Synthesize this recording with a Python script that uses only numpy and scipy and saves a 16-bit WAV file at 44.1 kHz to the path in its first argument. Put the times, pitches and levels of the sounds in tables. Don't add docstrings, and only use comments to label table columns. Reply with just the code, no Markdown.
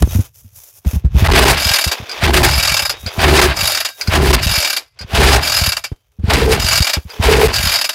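import sys
import numpy as np
from scipy import signal
from scipy.fft import rfft, irfft
from scipy.io import wavfile
from scipy.ndimage import uniform_filter1d

SR = 44100
rng = np.random.default_rng(int(sys.argv[2]) if len(sys.argv) > 2 else 0)


def boost_factor(decibels):
    exponent = np.asarray(decibels, float) / 20
    return 10 ** exponent


def waveform_to_disk(signal):
    frames = np.transpose(np.atleast_2d(signal))
    scaled = np.clip(frames, -1, 1) * 32767
    samples = np.round(scaled).astype(np.int16)
    wavfile.write(sys.argv[1], SR, samples)


N = 350154
TIME = np.arange(N) / SR

# (cord taut [s], stroke [s], whirr [dB], shroud hoot [dB], frame shake [dB])
STROKES = [(1.26, 0.25, -11, -18.5, -10.5), (2.235, 0.22, -12, -17.5, -11),
           (3.205, 0.25, -11.5, -15.5, -11.5), (4.13, 0.2, -14, -16.5, -9), (5.15, 0.2, -13, -17, -10),
           (6.305, 0.23, -14.5, -14, -10.5), (7.235, 0.22, -13.5, -11.5, -11.5)]
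# (first tooth [s], last tooth [s], last gap [ms], rattle [dB], every other tooth [dB])
COASTING = [(1.574, 1.916, 43.5, -8.5, 2), (2.442, 2.896, 43.4, -9, 0.5), (3.568, 3.849, 44.3, -9, 0),
            (4.426, 4.765, 38.4, -10, 1.5), (5.428, 5.768, 45, -9.5, -1.5), (6.599, 6.934, 36.2, -9.5, 1.5),
            (7.54, 7.892, 45, -10, 0.5)]
# (frequency [Hz], width [Hz], level [dB])
HOUSING_MODES = [(1623, 28, -1.5), (2314, 89, 2.5), (2666, 190, 1), (3856, 88, 2), (4710, 130, 5.5),
                 (5024, 58, 7.5), (6820, 76, -4), (8930, 90, -6.5), (10580, 1500, -8.5)]
# (frequency [Hz], width [Hz], level [dB])
CRANKCASE_MODES = [(679, 18, -0.5), (810, 120, -3), (990, 35, -8)]
# (frequency [Hz], density [dB per Hz])
IMPACT_SPECTRUM = [(150, -63.5), (250, -5.5), (474, -21.5), (583, -5.5), (1850, -4.5), (2320, -5),
                   (4100, -3.5), (4790, -7), (13000, -19), (15500, -13)]


def unit(x):
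    return x / np.sqrt(np.mean(x ** 2))


def noise():
    return rng.standard_normal(N)


def band(x, lo_hz, hi_hz, order=3):
    return signal.sosfilt(signal.butter(order, [lo_hz, hi_hz], "band", fs=SR, output="sos"), x)


def colour(x, points):
    hz, db = np.transpose(points)
    grid_hz = np.arange(1025) * SR / 2048 + 1
    log_gain = np.interp(np.log(grid_hz), np.log(hz), db) * np.log(10) / 20
    cepstrum = irfft(log_gain)
    cepstrum[1:1024] *= 2
    cepstrum[1025:] = 0
    impulse = irfft(np.exp(rfft(cepstrum)))
    return signal.fftconvolve(x, impulse)[:N]


def modes(x, table):
    return sum(boost_factor(db) * signal.lfilter(*signal.iirpeak(hz, hz / width, SR), x) for hz, width, db in table)


def walk(rate):
    k = int(SR / rate)
    steps = np.repeat(rng.standard_normal(N // k + 1), k)
    return 1.18 * uniform_filter1d(steps, k)[:N]


def add(out, s, piece):
    i = max(int(s * SR), 0)
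    out[i:i + len(piece)] += piece[:N - i]


def ramp(s, length, up, down):
    return np.minimum(np.minimum((TIME - s) * up, (s + length - TIME) * down), 0)


def bursts(table, rise, fall, scatter_db):
    t, out = np.arange(9000) / SR, np.zeros(N)
    for (s, db), chance in zip(table, rng.standard_normal(len(table))):
        dying = np.exp(-t / (fall * boost_factor(scatter_db * chance)))
        dying += 0.09 * np.exp(-t / (2.6 * fall))
        add(out, s - rise / 2, boost_factor(db) * (1 - np.exp(-t / rise)) * dying)
    return out


def patchy(x, rate, depth_db):
    edges = 300 * 2. ** np.arange(7) * [1, 1, 1, 1, 1, 1, .84]
    out = 0
    for k in range(6):
        octave = band(x, edges[k], edges[k + 1], order=2)
        out = out + (-1) ** k * octave * boost_factor(depth_db * walk(rate))
    return out


def rustle():
    # (time [s], length [s],
    # dull rustle [dB], bright rustle [dB])
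    movements = [(0, 0.26, -36, -37), (0.113, 0.045, -28.5, -33.5), (0.163, 0.038, -61.5, -39.5),
                 (0.359, 0.053, -51.5, -42), (0.448, .09, -57, -56), (0.555, 0.035, -50.5, -39),
                 (0.584, 0.19, -49, -41.5), (0.873, 0.084, -30, -33.5), (1.0, 0.12, -49, -79),
                 (1.172, 0.056, -15, -29), (1.92, 0.015, -13.5, -37), (1.97, 0.11, -27.5, -50.5),
                 (2.094, 0.21, -20, -44), (2.924, 0.026, -21, -64), (3, 0.078, -38, -40),
                 (3.074, 0.034, -19.5, -53), (3.138, 0.044, -28, -36), (3.91, 0.11, -58, -44),
                 (4.004, 0.13, -25, -36), (4.797, .02, -30.5, -60.5), (4.853, 0.12, -64, -97),
                 (5.006, 0.029, -30.5, -68), (5.098, 0.034, -23.5, -43.5), (5.88, 0.44, -62.5, -70.5),
                 (6.244, .04, -57, -70), (6.956, 0.0077, -18.5, -42), (7.0, 0.046, -67, -49.5),
                 (7.098, 0.15, -27.5, -44.5)]
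    # (frequency [Hz], density [dB per Hz])
    cloth_spectrum = [(300, -16), (600, -15.5), (1800, -20), (4500, -32.5), (15500, -12)]
    # (frequency [Hz], width [Hz], level [dB])
    grip_modes = [(2590, 150, -5.5), (3640, 590, -0.5), (5900, 2200, 8.5), (10030, 500, 7.5),
                  (13200, 1500, 6)]
    dull, bright = np.zeros(N), np.zeros(N)
    for s, length, dull_db, bright_db in movements:
        move = boost_factor(ramp(s, length, 592.5, 448.5))
        dull += move * boost_factor(dull_db)
        bright += move * boost_factor(bright_db)
    slips = noise() * boost_factor(1.8 * walk(50) + 2.5 * walk(400))
    cloth = unit(colour(slips, cloth_spectrum)) + 1.2 * unit(modes(slips, grip_modes))
    low = dull * boost_factor(-9.5) * unit(band(cloth, 370, 2700))
    return low + bright * boost_factor(-3.5) * unit(band(cloth, 6300, 19000))


def hiss():
    return boost_factor(-92.5) * band(noise(), 200, 4000, order=1)


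def frame_tremble():
    # (time [s], length [s], level [dB], decay [dB per s])
    tremors = [(0, 0.013, -11.5, 126), (0.527, 0.05, -50.5, 151.5), (1.08, 0.52, -22.5, 231),
               (2.44, 0.048, -14.5, 61), (3.393, 0.24, -25.5, 193), (4.348, 0.14, -18, 220),
               (5.35, 0.054, -24, 124), (5.568, 0.13, -30, 197), (6.536, 0.24, -24, 290),
               (7.45, 0.26, -25, 270)]
    still_db = -62.5
    level = boost_factor(still_db) + sum(boost_factor(db + ramp(s, length, 210, down)) for s, length, db, down in tremors)
    return level * boost_factor(-1.5 + 3.5 * walk(25)) * unit(band(noise(), 45, 125, order=4))


def ticks():
    # (time [s], peak [dB])
    contacts = [
        (0.0229, 1.5),
        (5.9609, -43.5),
        (6.1185, -44.5),
    ]
    return boost_factor(-9.5) * band(noise(), 500, 11000, order=1) * bursts(contacts, 0.0002, 0.004, 3.0)


def frame_blows():
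    # (time [s], peak [dB], frequency [Hz], length [ms])
    handling = [(0.025, 3.5, 69.4, 29), (0.075, -12, 55, 2.3), (0.155, -3, 88.4, 28), (0.191, -2, 93.5, 20),
                (0.449, -34, 94, 33), (0.865, -1.5, 68, 23), (0.936, -9.5, 91, 18), (0.961, -5, 71, 24),
                (1.048, 0, 63.4, 28), (1.152, 2, 63.3, 30.5), (1.867, -10, 73, 22), (2.001, -21, 94.5, 11),
                (3.063, -16.5, 84, 21), (5.012, -26.5, 78.4, 31), (5.044, -21.5, 86.5, 13),
                (3.035, -22.5, 90, 15), (2.025, -23.5, 90, 14), (5.919, -7, 83, 7.1),
                (6.193, -17.5, 78, 29), (6.972, -10.5, 71.5, 22.5), (7.055, -22.5, 73, 20)]
    # (time [s], peak [dB])
    cord_yanks = [(1.225, 1), (2.232, -6), (3.183, -8.5), (4.082, -4), (5.138, -8.5), (6.239, -4.5),
                  (6.282, -6.5), (7.198, -5)]
    # (time [s], peak [dB])
    piston_jolts = [(1.61, -21.5), (1.66, -8), (1.707, -13), (2.579, -10), (2.669, -27), (2.72, -14.5),
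                    (2.825, -21.5), (3.589, -23.5), (3.628, -14.5), (4.466, -4), (4.512, -14), (4.577, -12),
                    (5.616, -7), (5.675, -10), (6.6, -10), (6.643, -6.5), (6.729, -18), (6.806, -2),
                    (7.597, -14.5), (7.639, -13.5), (7.666, -9.5)]
    # (time [s], peak [dB])
    cracks = [(0.023, -7.5), (0.849, -21), (1.866, -14), (5.917, -50), (6.969, -14)]
    yank_hz, yank_ms = 84, 18
    jolt_hz, jolt_hz_per_db, jolt_ms = 68.1, -0.6, 16.4
    blows = handling + [(s, db, yank_hz, yank_ms) for s, db in cord_yanks]
    blows += [(s, db, jolt_hz + jolt_hz_per_db * db, jolt_ms) for s, db in piston_jolts]
    out, t = np.zeros(N), np.arange(9000) / SR
    for (s, db, hz, ms), turn in zip(blows, rng.random((len(blows), 2))):
        u = t / (ms / 1000 / 4.3)
        phase = 2 * np.pi * (hz * t + turn[0])
        swing = u ** 2 * np.exp(2 - u) / 4 * np.sin(phase)
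        front = 0.35 * u * np.exp(1 - 1.026 * u) * np.sin(2.4 * phase + 2 * np.pi * turn[1])
        add(out, s - ms / 1000 * 0.23, boost_factor(db) * (swing + front))
    scuff = boost_factor(-25.5) * bursts([row[:2] for row in blows], 0.0022, 0.011, 3.3)
    scuff += bursts(cracks, 0.0028, 0.0058, 1.1)
    return out + scuff * unit(band(noise(), 270, 460, order=1))


def steel_rings():
    # (time [s], level [dB], decay by 60 dB [s])
    ringing = [(.08, -33, .15), (.07, -44, .15), (.09, -38, .3), (2.86, -36, 1.4), (3.5, -37, .9),
               (3.85, -39, .9), (3.89, -43, .6), (4.77, -56, .6), (5.85, -54, .5)]
    pitches = [6200, 8950, 3790, 3768, 3768, 3768, 1599, 2056, 3117]
    out, t = np.zeros(N), np.arange(SR) / SR
    for (s, db, t60), hz in zip(ringing, pitches):
        onset = np.minimum(t / 0.0034, 1)
        add(out, s, boost_factor(db - 60 * t / t60) * np.sin(2 * np.pi * hz * t) * onset)
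    return out


def stroke_progress():
    times = [t for s, d, *_ in STROKES for t in (s, s + d, s + d + .25)]
    return np.interp(TIME, times, [0, 1, 1] * len(STROKES))


def swing_phase(along):
    start_hz, end_hz = 73.9, 67.87
    hz = start_hz + (end_hz - start_hz) * along
    return 2 * np.pi * np.cumsum(hz * (1 + 0.0925 * walk(45))) / SR


def cord_snatches():
    # (time [s], peak [dB])
    jerks = [(1.263, -9.5), (1.48, 10.5), (1.497, -6), (2.248, -2.5), (2.435, -1.5), (3.215, 1),
             (3.421, 0.5), (3.44, 5.5), (4.135, 5.5), (4.152, 6.5), (5.148, 3), (5.36, 6), (6.316, -13),
             (6.334, 9.5), (7.237, 0), (7.255, -2.5)]
    return unit(band(noise(), 440, 3200, order=1)) * bursts(jerks, 0.0021, 0.009, 0.64) * boost_factor(-14.5)


def flywheel_whirr(along, phase, puffs):
    # (frequency [Hz], density [dB per Hz])
    whirr_spectrum = [(320, -15.5), (550, -5.5), (1290, -7), (1570, -4), (4050, -9.5), (4790, -9),
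                      (5830, -15), (7500, -17.5), (15500, -22)]
    treble_db = -11 + 6.5 * along
    effort = boost_factor(1.5 * walk(18) - 1.5 * np.sin(np.pi * along))
    spin_up_db_s, let_go_db_s = 515.5, 150
    spin = effort * sum(boost_factor(db + ramp(s, d, spin_up_db_s, let_go_db_s)) for s, d, db, _, _ in STROKES)
    slack_db = np.max([ramp(s - .3, d + 0.31, 1000, 249) for s, d, *_ in STROKES], axis=0).clip(-11)
    grind = boost_factor(2.8 * walk(60) + 0.98 * walk(220))
    air = colour(noise() * (1 - 0.14 * np.sin(phase)) * grind, whirr_spectrum)
    tin = unit(modes(air, HOUSING_MODES)) * boost_factor(0.58 * treble_db)
    air = unit(air) + 0.15 * tin + 0.49 * unit(modes(puffs, CRANKCASE_MODES))
    air = patchy(air, 90, 1.8)
    treble = boost_factor(treble_db + slack_db) * unit(band(air, 3870, 20000))
    return spin * (unit(band(air, 440, 4500)) + treble)


def frame_shake(along, phase):
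    lag_s, up_db_s, down_db_s, sag_db = 0.033, 375, 145, -4
    level = sum(boost_factor(db + ramp(s + lag_s, d - lag_s, up_db_s, down_db_s)) for s, d, _, _, db in STROKES)
    shake = np.sin(phase) + 0.35 * boost_factor(2.1 * walk(40)) * np.sin(2 * phase + 1.3)
    shake = unit(shake * boost_factor(3.6 * walk(35)))
    shake += 0.43 * unit(band(noise(), 90, 350)) + 0.59 * unit(band(noise(), 40, 64.5))
    return boost_factor(sag_db * along) * level * shake


def shroud_puffs(phase):
    return noise() * (0.11 + np.exp(-1.5 * np.sin(phase)))


def shroud_hoot(puffs):
    cavity_hz = [396, 365.5, 372, 373.4, 405, 433, 425]
    lag_s, up_db_s, down_db_s = 0.055, 278, 331
    out = np.zeros(N)
    for (s, d, _, db, _), hz in zip(STROKES, cavity_hz):
        tone = unit(modes(modes(puffs, [(hz, 60, 0)]), [(hz, 110, 0)]))
        out += boost_factor(db + ramp(s + lag_s, d - lag_s, up_db_s, down_db_s)) * tone
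    return out


def teeth():
    tooth_counts = [14, 19, 12, 15, 14, 15, 15]
    # (time [s], rattle [dB])
    last_tips = [(3.887, -22), (5.84, -13.5), (7.932, -26)]
    slowing, jitter_s, scatter_db, bite_db = 0.477, 0.0017, 0.5, -11
    rows = list(last_tips)
    for (first, last, ms, db, uneven_db), count in zip(COASTING, tooth_counts):
        stretch = slowing ** np.arange(count - 1)
        even = (last - first - ms / 1000 * stretch.sum()) / (count - 1 - stretch.sum())
        s = last - np.append(0, np.cumsum(even + (ms / 1000 - even) * stretch))
        back, chance = np.arange(count), rng.standard_normal((2, count))
        level = db + uneven_db * (-1) ** back + bite_db * (back / count) ** 4 + scatter_db * chance[0]
        rows += zip(s + jitter_s * chance[1] * (back > 0), level)
    return rows


def pawl_rattle():
    chatter_db, share = -17.5, 0.51
    chatter = sum(boost_factor(db + chatter_db + ramp(s, (end - s) * share, 502, 130.5))
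                  for s, end, _, db, _ in COASTING)
    chatter = chatter * boost_factor(2.1 * walk(120))
    strikes = bursts(teeth(), 0.0042, 0.0085, 0.93) + chatter
    grit = unit(noise() * boost_factor(1.6 * walk(900))) * strikes
    scatter_db = 2.8
    ring = sum(modes(grit * boost_factor(scatter_db * walk(45)), [mode]) for mode in HOUSING_MODES)
    rattle = boost_factor(6.5) * patchy(colour(grit, IMPACT_SPECTRUM), 45, 1.9)
    crankcase = modes(grit * boost_factor(scatter_db * walk(30)), CRANKCASE_MODES)
    return rattle + boost_factor(9.0) * ring + boost_factor(0.5) * crankcase


def handle_clacks():
    # (time [s], peak [dB])
    handle_knocks = [(2.0935, -15), (2.114, -15.5), (3.0625, -12.5), (3.0824, -24), (4.011, -5.5),
                     (4.0731, -10.5), (4.9895, -21), (5.011, -20.5), (7.1, -23.5)]
    # (frequency [Hz], width [Hz], level [dB])
    cup_modes = [(1535, 61, 1.5), (2260, 290, -5), (4400, 210, -1), (4840, 40, 11), (6940, 80, -26.5)]
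    clack = noise() * bursts(handle_knocks, 0.00025, 0.009, 0.8)
    return boost_factor(6.5) * modes(clack, cup_modes) + boost_factor(-18.5) * colour(clack, IMPACT_SPECTRUM)


def choke(air):
    # (time [s], depth [dB], length [ms])
    overloads = [(1.28, 28, 8.9), (1.308, 16.5, 5.4), (1.331, 19, 7.1), (1.447, 19, 6.2),
                 (2.234, 12.5, 3.2), (2.271, 16.5, 5.5), (2.302, 12.5, 4.5), (2.321, 12, 22),
                 (2.344, -6.5, 3.4), (2.426, 15.5, 7.4), (3.41, 17.5, 8.4), (4.323, 17.5, 10),
                 (4.361, 23, 4.2), (4.465, 18, 4.6), (6.363, 12, 4), (6.8, 16.5, 8.1), (7.479, 21.5, 5.7)]
    depth_db = sum(db * np.clip(1.4 - 2 * abs(TIME - s) / (ms / 1000), 0, 1) for s, db, ms in overloads)
    return boost_factor(-depth_db) * air


def stereo_flutter(mid, sharp):
    flutter = np.clip(walk(20) - .9, 0, .4)
    side = boost_factor(-17.5) * np.roll(mid, 300)
    side += boost_factor(-10) * band(np.roll(mid, 250), 180, 700, order=1)
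    side += boost_factor(-21) * band(np.roll(sharp, 200), 8000, 15000, order=1)
    return np.array([mid + flutter * side, mid - flutter * side])


def scene():
    handling = rustle() + hiss() + ticks() + steel_rings()
    along = stroke_progress()
    phase = swing_phase(along)
    puffs = shroud_puffs(phase)
    pulling = cord_snatches() + flywheel_whirr(along, phase, puffs) + shroud_hoot(puffs)
    sharp = choke(handling + pulling + pawl_rattle() + handle_clacks())
    mid = frame_tremble() + frame_blows() + frame_shake(along, phase) + sharp
    return stereo_flutter(mid, sharp)


def low_pass(x):
    return signal.sosfilt(signal.butter(12, 15780, fs=SR, output="sos"), x)


def record(dry):
    bass_cut = signal.butter(2, 36, "high", fs=SR, output="sos")
    top_cut = signal.ellip(8, .2, 60, 15750, fs=SR, output="sos")
    limited = np.tanh(1.19 * signal.sosfilt(bass_cut, dry)) / 1.108
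    return low_pass(signal.sosfilt(top_cut, limited))


dry = scene()
out = record(dry)
waveform_to_disk(out)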